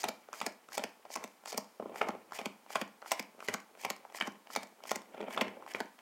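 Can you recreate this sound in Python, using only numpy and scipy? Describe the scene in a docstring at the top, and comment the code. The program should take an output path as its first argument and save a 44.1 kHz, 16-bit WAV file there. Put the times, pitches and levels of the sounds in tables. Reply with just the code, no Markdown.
"""In a small quiet room, cards are dealt one by one onto piles on a cloth-covered table.
Each deal: the thumb catches a card, it hisses across the deck, snaps free and lands with a pat that thuds the table.
Pats, snaps and knocks are bursts of tiny blows ringing damped modes; slides, flapping and rustling hands
are gritty noise through such modes. The room rings briefly over steady microphone hiss."""
import sys
import numpy as np
from scipy import signal
from scipy.fft import rfft, irfft, next_fast_len
from scipy.io import wavfile
from scipy.ndimage import uniform_filter1d

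SR = 44100
rng = np.random.default_rng(int(sys.argv[2]) if len(sys.argv) > 2 else 0)


def gain_from_db(level_db):
    """Turn a decibel level (scalar or array-like) into a linear amplitude factor."""
    decades = np.asarray(level_db, float) / 20
    return 10 ** decades


def wav_record(signal):
    """Record a signal, one row per channel, as 16-bit PCM in the file named by sys.argv[1]."""
    frames = np.transpose(np.atleast_2d(signal))
    bounded = np.clip(frames, -1, 1)
    # unit amplitude maps onto the largest positive 16-bit level
    quanta = np.round(bounded * 32767).astype(np.int16)
    wavfile.write(sys.argv[1], SR, quanta)


N = 265041  # samples

# Resonances, each table: mode_hz, width_hz (both before the stretch in modes), relative level_db
# bending of a card whose pitch is 800 Hz
FLEX_MODES = [(572, 343, -4.5), (800, 260, 0.5), (1122, 432, -6.5)]
# card edge and deck
EDGE_MODES = [(1805, 400, -2), (2358, 300, 2), (3202, 430, -4)]
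# hard coating of the card
CRACK_MODES = [(4925, 1200, 0.5), (7410, 1400, -1.5)]
# finest grit of the card face
SHEEN_MODES = [(8530, 2500, 0), (12930, 4300, 3.5), (14200, 2840, 4.5)]
# table top
TABLE_MODES = [(218.5, 28, -2.5), (304, 75, -5), (615.5, 24, -10)]

# Events; levels are those ahead of each layer's own offsets, swells and scatter
# a card sliding off the deck: start_s, end_s, place of the peak (0-1), hiss_db, scrape_db
SLIDES = [(0, 0.021, 0.03, -41, -46.5), (0.339, 0.395, 0.25, -48, -47.5), (0.716, 0.763, 0.76, -42, -44),
          (1.105, 1.144, 0.95, -39.5, -46), (1.467, 1.514, 0.8, -41.5, -46), (1.949, 2.003, 0.8, -48, -42),
          (2.33, 2.378, 0.56, -45, -41), (2.692, 2.754, 0.55, -49.5, -45.5),
          (3.056, 3.136, 0.26, -49, -48.5), (3.417, 3.468, 0.66, -51.5, -49.5),
          (3.782, 3.85, 0.47, -49.5, -47.5), (4.137, 4.184, 0.83, -45.5, -45.5),
          (4.504, 4.545, 0.92, -45.5, -45.5), (4.857, 4.912, 0.44, -46.5, -46.5),
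          (5.297, 5.352, .95, -50, -39.5), (5.675, 5.724, 0.9, -52.5, -43.5)]
# the bent card snaps free of the deck: time_s, flex_db, edge_db, crack_db, flex_pitch_hz, contact_ms
SNAPS = [(0.042, -24, -32, -35, 820, 3.6), (0.415, -29, -35.5, -44, 905, 3.1),
         (0.78, -25, -33.5, -34, 736, 2), (1.1613, -31.5, -44, -37.5, 836, 2.06),
         (1.5283, -39.5, -56, -42, 676, 6), (2.0165, -23, -26, -49, 880, 2.2),
         (2.3902, -35, -37, -45, 690, 3.9), (2.7567, -22.5, -30, -39.5, 876, 5),
         (3.1185, -23, -27.5, -28.5, 800, 3.9), (3.4863, -29.5, -27, -36, 650, 2.05),
         (3.8503, -29, -32, -37, 870, 3.3), (4.2117, -29, -23, -45, 950, 2.2),
         (4.5625, -25.5, -29.5, -30.5, 830, 4.9), (4.9165, -20.5, -31.5, -32.5, 800, 0.6),
         (5.3772, -26.5, -30.5, -64, 1020, 3.6), (5.749, -30, -28, -63, 770, 1.54)]
# it swings back against the fingers: time_s, flex_db, flex_pitch_hz
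REBOUNDS = [(0.0537, -36, 610), (0.43, -37, 710), (0.7953, -35.5, 590), (1.1742, -38.5, 740),
            (1.546, -37, 680), (2.029, -38.5, 690), (2.4152, -37, 765), (2.7698, -46, 940),
            (3.143, -55, 780), (3.4965, -36, 577), (3.865, -41, 700), (4.2243, -32.5, 1220),
            (4.5727, -32.5, 690), (4.9269, -44, 640), (5.3906, -45, 880), (5.7562, -41, 780)]
# it lands edge first, then pats flat and thuds the table: time_s, flex_db, edge_db, crack_db, thud_db, contact_ms
LANDINGS = [(0.087, -32, -35.5, -32.5, -39, 2.6), (0.465, -30, -31.5, -31.5, -40.5, 1.6),
            (0.8391, -31.5, -30, -35.5, -41.5, 0.56), (1.241, -37, -40, -41.5, -45, 1.6),
            (1.5778, -29.5, -38, -28.5, -37, 2.2), (2.0875, -28, -37.5, -42.5, -34.5, 2.16),
            (2.4586, -31, -31, -38, -35, 1.09), (2.815, -32.5, -32.5, -40.5, -35, 4.5),
            (3.1966, -35.5, -32, -35.5, -40, 2.55), (3.541, -31.5, -32, -33, -38, 2.14),
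            (3.903, -32, -31, -30.5, -43, .45), (4.2743, -33.5, -43, -42.5, -37.5, 2.4),
            (4.6327, -43.5, -45.5, -44.5, -50, 2.74), (4.9592, -37, -36, -35.5, -41.5, 1.4),
            (5.4134, -26, -24.5, -36, -29.5, 4.5), (5.8046, -29, -32.5, -39.5, -39, 1.5)]
# hands knock the cloth while they shift to the next pile: time_s, flex_db, edge_db
KNOCKS = [(1.801, -31, -61), (1.8261, -33.5, -65), (1.859, -34.5, -72), (1.897, -41, -61),
          (1.9454, -42.5, -60), (2.0727, -39, -59), (2.1061, -39, -45), (2.1516, -37.5, -54),
          (5.1473, -41.5, -56), (5.18, -39.5, -52), (5.206, -33, -48), (5.214, -46, -43),
          (5.2293, -37.5, -49), (5.2416, -38.5, -51), (5.284, -35, -48), (5.4719, -37.5, -51),
          (5.4827, -38.5, -41)]


def modes(table, size, stretch=0.97):
    """Complex response of damped resonances on the bins of a transform, dark far above the highest."""
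    f = np.arange(size // 2 + 1) * SR / size / stretch
    total = 0
    for k, (hz, width, db) in enumerate(table):
        resonance = 1j * f * width / (hz ** 2 - f ** 2 + 1j * f * width)
        total = total + (-1) ** k * gain_from_db(db) * resonance  # signs alternate from mode to mode
    skirt = 1 / (1 + 1j * f / (2.1 * table[-1][0])) ** 2
    return skirt * total


def ring(x, table):
    """A long signal through resonances, brought to rms 1."""
    size = next_fast_len(len(x))
    y = irfft(rfft(x, size) * modes(table, size), size)[:len(x)]
    return y / np.sqrt(np.mean(y ** 2))


def grit(rough_db):
    """Noise whose samples have scattered sizes, like fibres catching."""
    return rng.standard_normal(N) * gain_from_db(rough_db * rng.exponential(size=N))


def walk(rate):
    """Random levels held 1 / rate s and slewed twice; spread near 1."""
    hold = int(SR / rate)
    steps = np.repeat(rng.standard_normal(N // hold + 1), hold)
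    return 1.07 * uniform_filter1d(uniform_filter1d(steps, hold), hold)[:N]


def strike(time_s, level_db, push, table, stretch):
    """One push per row rings the modes; each ring has its loudest moment at its time and level."""
    size = 8192  # samples per ring
    y = irfft(rfft(push, size) * modes(table, size, stretch), size)
    power = uniform_filter1d(y ** 2, size=55)
    gain = gain_from_db(level_db) / np.sqrt(power.max(axis=1))
    starts = (time_s * SR).astype(int) - power.argmax(axis=1) + size
    out = np.zeros(N + 2 * size)
    for start, row in zip(starts, y * gain[:, None]):
        out[start:start + size] += row
    return out[size:size + N]


def slides():
    """Card on card: a scratchy hiss that swells with speed and stops as the edge clears the deck."""
    start, end, place, hiss_db, scrape_db = np.transpose(SLIDES)
    sheen_db = (hiss_db + scrape_db) / 2 - 3.5
    peak = start + np.clip(place, 0.05, 0.95) * (end - start)
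    s = np.transpose([start - 0.02, start, peak, end, end + 0.0053, end + 0.012]).ravel()
    swell_db = np.array([-66, -23.5, -6, -11.5, -23, -30])
    slips_db = 3.0 * walk(300)  # shared by all three layers
    layers = [(hiss_db, CRACK_MODES), (scrape_db, FLEX_MODES[1:] + EDGE_MODES), (sheen_db, SHEEN_MODES)]
    out = 0
    for db, table in layers:
        speed = np.interp(np.arange(N) / SR, s, gain_from_db(db[:, None] + swell_db).ravel())
        out = out + speed * gain_from_db(slips_db + 0.99 * walk(150)) * ring(grit(2.7), table)
    return out


def rustle():
    """Skin and card on woven cloth: gritty noise in uneven bursts that rings card and table."""
    # both hands dragging over the cloth to the next pile, one list a shift: time_s, dull_db, bright_db
    shifts = [
        [(1.77, -86, -85), (1.854, -57.5, -72), (1.972, -53, -63), (2.018, -48.5, -56), (2.144, -58, -70),
         (2.3, -75, -87)],
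        [(5.07, -68, -85), (5.17, -57, -65), (5.215, -48, -62), (5.328, -52.5, -60), (5.374, -49.5, -55),
         (5.504, -53, -63), (5.6, -59, -76), (5.75, -75, -85)],
    ]
    reach_db, rest_db = (-67, -72), (-73, -81)  # (dull, bright) reaching for a card; at rest
    rest_after_s = 0.15  # from landing to rest
    t = np.arange(N) / SR
    when, *drag_db = np.transpose(np.concatenate(shifts))
    drag = [gain_from_db(np.interp(t, when, db)) for db in drag_db]
    reach_s = np.array(SLIDES)[:, 0]
    rest_s = np.array(LANDINGS)[:, 0] + rest_after_s
    s = np.transpose([reach_s, rest_s]).ravel()
    dealing = [gain_from_db(np.interp(t, s, np.tile(pair, len(SLIDES)))) for pair in zip(reach_db, rest_db)]
    low_flex = [(0.77 * hz, width, db) for hz, width, db in FLEX_MODES]
    dull = ring(grit(3.0), low_flex) + 0.55 * ring(grit(4.0), TABLE_MODES)
    bright = ring(grit(3.32), FLEX_MODES[2:] + EDGE_MODES) * gain_from_db(5.9 * walk(120))
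    bursts = gain_from_db(3 * walk(90))
    return bursts * (np.hypot(dealing[0], drag[0]) * dull + np.hypot(dealing[1], drag[1]) * bright)


def hiss():
    """Steady room air and microphone hiss: noise shaped by a smooth spectrum."""
    # spectrum of the hiss: freq_hz, relative level_db per Hz
    spectrum = [(35, -56), (60, -3), (118, -15), (212, -1), (338, -9), (842, 11.5), (2410, -2),
                (3940, -3.5), (14900, -7.5), (16000, -8)]
    hz, db = np.transpose(spectrum)
    f = np.maximum(np.arange(N // 2 + 1) * SR / N, 1)
    shape = gain_from_db(np.interp(np.log(f), np.log(hz), db))
    x = irfft(rfft(rng.standard_normal(N)) * shape, N)
    return gain_from_db(-66) * x / np.std(x)


def contact_rows():
    """All contacts: time_s, flex_db, edge_db, crack_db, flex_pitch_hz, contact_ms, sheen_db above the usual share."""
    # the thumb finds the top card, catches it and slips on it: time_s, flex_db, edge_db, crack_db, flex_pitch_hz
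    catches = [(0.2885, -42, -63, -66, 810), (0.331, -36, -53, -43, 960), (0.339, -40.5, -49, -51, 1280),
               (0.346, -49, -58, -56, 970), (0.6885, -45.5, -58, -59, 840), (0.7214, -42, -65, -53, 1080),
               (1.054, -44, -65, -60, 1010), (1.061, -51, -61, -71, 630), (1.1042, -41, -55, -59, 810),
               (1.4383, -51, -69, -68, 930), (1.4588, -35, -42.5, -44, 915), (1.4785, -41.5, -46, -53, 970),
               (1.9597, -34, -43, -50, 780), (2.3105, -51, -59, -64, 1030), (2.3227, -36, -63, -49.5, 900),
               (2.3337, -41.5, -47, -56, 1040), (2.6641, -49, -63, -69, 950), (2.7051, -38, -57, -52, 1050),
               (3.0202, -46, -53, -57, 920), (3.0262, -40, -65, -72, 990), (3.0477, -50, -60, -69, 920),
               (3.0616, -40.5, -58, -61, 894), (3.3925, -47.5, -61, -67, 900),
               (3.4052, -44, -46.5, -54, 820), (3.4266, -39, -66, -66, 1020), (3.752, -51, -57, -70, 840),
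               (3.7754, -51, -60, -70, 840), (3.8375, -44, -44, -60, 730), (4.052, -41.5, -76, -71, 860),
               (4.101, -52, -57, -70, 900), (4.1245, -49, -57, -60, 830), (4.1485, -38, -47, -52, 1020),
               (4.1872, -44.5, -43, -51, 980), (4.4724, -49.5, -49.5, -59, 820),
               (4.5039, -41, -52, -60, 980), (4.8056, -50, -72, -74, 945), (4.8385, -43, -47, -48, 730),
               (4.8552, -43, -51, -60, 870), (4.895, -49, -39, -42, 830), (5.3088, -42, -46, -57, 940),
               (5.6253, -43.5, -77, -74, 987), (5.6651, -41, -60, -59, 862), (5.6782, -39.5, -53, -63, 943),
               (5.9902, -51, -50, -63, 1040)]
    # a corner of the card flicks past the rim of the deck just before the snap: time_s, crack_db
    flicks = [(0.034, -38), (0.404, -39.5), (0.7743, -39), (1.1568, -35), (1.522, -41), (2.7502, -46),
              (3.1121, -40), (3.4792, -44), (3.8439, -49), (4.202, -39.5), (4.5526, -37), (4.911, -35.5),
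              (5.3647, -48), (5.7377, -44.5)]
    # the fingertips peel off the laid card: time_s, crack_db
    releases = [(0.1413, -61), (0.5238, -58), (0.8924, -59), (1.2777, -56), (1.6451, -57), (2.8787, -59),
                (3.2272, -50.5), (3.603, -53), (3.965, -52.5), (4.322, -58), (4.672, -57.5),
                (5.0195, -55.5), (5.858, -58)]
    pat_after_s = 0.0045  # from the edge landing to the flat pat
    rows = [(s, flex, edge, crack, hz, 1.4, -1.5) for s, flex, edge, crack, hz in catches]
    rows += [(s, db - 7.5, db - 4, db, 900, 1.1, -8) for s, db in flicks]
    rows += [(*row, 1.5) for row in SNAPS]
    rows += [(s, db, db - 6.5, db - 14.5, hz, 1.8, -3) for s, db, hz in REBOUNDS]
    for s, flex, edge, crack, _, ms in LANDINGS:
        rows.append((s, flex - 4, edge, crack, 780, ms, 1.5))
        rows.append((s + pat_after_s, flex, edge - 9, crack - 8, 760, 1.3 * ms, -2))
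    rows += [(s, db + 0.5, db - 4, db, 900, 0.9, 3) for s, db in releases]
    rows += [(s, flex, edge, edge - 14, 610, 2.2, -1.5) for s, flex, edge in KNOCKS]
    return rows


def contacts():
    """Every contact is a short burst of tiny uneven blows; the modes shift a little at random from contact to contact."""
    # longer, quiet rings of the table top under every contact:
    # mode_hz, width_hz (both before the stretch), relative level_db
    table_ring_modes = [(610, 13, -4), (1050, 66, -6.5), (1439, 47, -11.5)]
    pitch_scatter, length_scatter = 0.03, 0.15  # spreads of the natural log
    s, flex_db, edge_db, crack_db, flex_hz, ms, extra_db = np.transpose(contact_rows())
    count = len(s)
    shift = np.exp(0.071 * rng.standard_normal((count, 1)))
    sizes_db = 3.0 * np.abs(rng.standard_normal((count, 1024)))
    blows = rng.standard_normal((count, 1024)) * gain_from_db(sizes_db)
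    t = (np.arange(1024) - 352) / SR  # the main blow falls at 0
    flex_hz = flex_hz * np.exp(pitch_scatter * rng.standard_normal(count))
    ms = np.clip(ms * np.exp(length_scatter * rng.standard_normal(count)), 0.1, 20)
    length_s = ms[:, None] / 1000

    def burst(share, lead_db, lead_s, main=0.0):
        """Squeezed air and brushing fibres swell first, a main blow falls, then the small blows die away."""
        lead = gain_from_db(lead_db) * np.exp(t / lead_s) + np.exp(t / 0.0003)
        decay = np.exp(-np.abs(t) / (share * length_s))
        return main * (t == 0) + blows * np.where(t < 0, lead, decay)

    # harder blows reach higher
    sheen_db = crack_db + extra_db - 8.0 + 0.12 * (crack_db + 48.0)
    bending = burst(0.9, -np.inf, 1, 7.0)  # no slow lead: the card bends only once it is hit
    flex = strike(s, flex_db, bending, FLEX_MODES, flex_hz[:, None] / 800)
    table_ring = strike(s, flex_db - 13.0, bending, table_ring_modes, 0.97)
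    edge = strike(s, edge_db, burst(0.9, -17.0, 0.0034, 3.0), EDGE_MODES, shift)
    crack = strike(s, crack_db, burst(0.6, -8.5, 0.002), CRACK_MODES, shift)
    sheen = strike(s, sheen_db, burst(0.51, -6.0, 0.0019), SHEEN_MODES, shift)
    return flex + table_ring + edge + crack + sheen


def carries():
    """Uneven flapping from the snap to the landing, rising again as air is trapped under the card."""
    # the freed card on its way to the pile, one row a deal, before the swell: dull_db, bright_db
    flapping = [(-38.5, -46.5), (-47, -48), (-42, -50.5), (-45, -57), (-44.5, -49.5), (-38.5, -55),
                (-42.5, -50.5), (-50, -47), (-49.5, -47.5), (-41.5, -47), (-44, -55), (-47, -48.5),
                (-55, -50), (-49, -50), (-44, -53), (-42.5, -49)]
    start, end = np.array(SNAPS)[:, 0], np.array(LANDINGS)[:, 0]
    s = np.transpose([start - 0.003, start, (start + end) / 2, end, end + 0.0044]).ravel()
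    swell_db = np.array([-28, 4.5, -13.5, -3.0, -43.5])
    flaps_db = 3 * walk(160)  # shared by both layers
    bright_modes = EDGE_MODES + [(5400, 8400, -9.5)]
    out = 0
    for db, table in zip(np.transpose(flapping), (FLEX_MODES, bright_modes)):
        level_db = np.interp(np.arange(N) / SR, s, (db[:, None] + swell_db).ravel())
        out = out + gain_from_db(level_db + flaps_db + 0.42 * walk(120)) * ring(grit(2.6), table)
    return out


def thud_rows():
    """Pushes on the table top as time_s, level_db: snaps, rebounds, landings and knocks all jolt it."""
    thud_after_s = 0.0071  # from the edge landing to the thud
    rows = [(s, flex - 24) for s, flex, *_ in SNAPS]
    rows += [(s + 0.0032, db - 7.5) for s, db, _ in REBOUNDS]
    rows += [(s + thud_after_s, thud) for s, _, _, _, thud, _ in LANDINGS]
    rows += [(s + 0.0039, flex - 13) for s, flex, _ in KNOCKS]
    return rows


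def thuds():
    """The cloth softens each push on the table to a smooth shove; the boom returns between the walls a few times."""
    s, db = np.transpose(thud_rows())
    soft_s = 0.0011 * np.exp(0.17 * rng.standard_normal((len(s), 1)))
    t = np.arange(7000) / SR

    def shove(late_s):
        """A push that rises and dies smoothly, starting late_s after the blow."""
        since = np.clip(t - late_s, 0, 1)
        return since * np.exp(-since / soft_s)

    push = shove(0)
    for k in range(1, 4):
        push = push + gain_from_db(-7.5 - 7.5 * k) * shove(0.045 * k)
    return strike(s, db, push, TABLE_MODES, 0.96)


def room(x):
    """Diffuse echoes of a small furnished room: bands of noise, each dying at its own rate."""
    # echo bands: centre_hz (before the stretch in modes), t60_s, level_db against the direct sound
    echo_bands = [(232, 0.24, -10.5), (700, 0.26, -14.5), (2070, 0.33, -13), (4770, 0.26, -18.5),
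                  (12100, 0.19, -21.5)]
    t = np.arange(SR // 2) / SR
    tail = 0
    for hz, t60, db in echo_bands:
        width = 2.32 * hz
        noise = ring(rng.standard_normal(len(t)), [(hz, width, 0)])
        band = noise * gain_from_db(-60 * t / t60) * np.clip(t / 0.0012, 0, 1)
        # energy set so that the echoes near hz stand at db against the direct sound
        tail = tail + gain_from_db(db) * band * np.sqrt(np.pi * width / SR / np.sum(band ** 2))
    return x + signal.fftconvolve(x, tail)[:N]


def scene():
    """Cards and hands in the room, over the hiss."""
    cards_and_hands = slides() + rustle() + contacts() + carries() + thuds()
    return (room(cards_and_hands) + hiss())[None]


def top_cut(x):
    """Nothing passes above the cut-off."""
    return signal.sosfilt(signal.butter(12, 16820, fs=SR, output="sos"), x)


def record(dry):
    """The small microphone loses the deep bass and the very top."""
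    low_cut_hz, top_hz = 90.5, 15950
    x = signal.sosfilt(signal.butter(4, low_cut_hz, "high", fs=SR, output="sos"), dry)
    x = signal.sosfilt(signal.ellip(6, 0.5, 40, top_hz, fs=SR, output="sos"), x)
    return top_cut(x)


dry = scene()
out = record(dry)
wav_record(out)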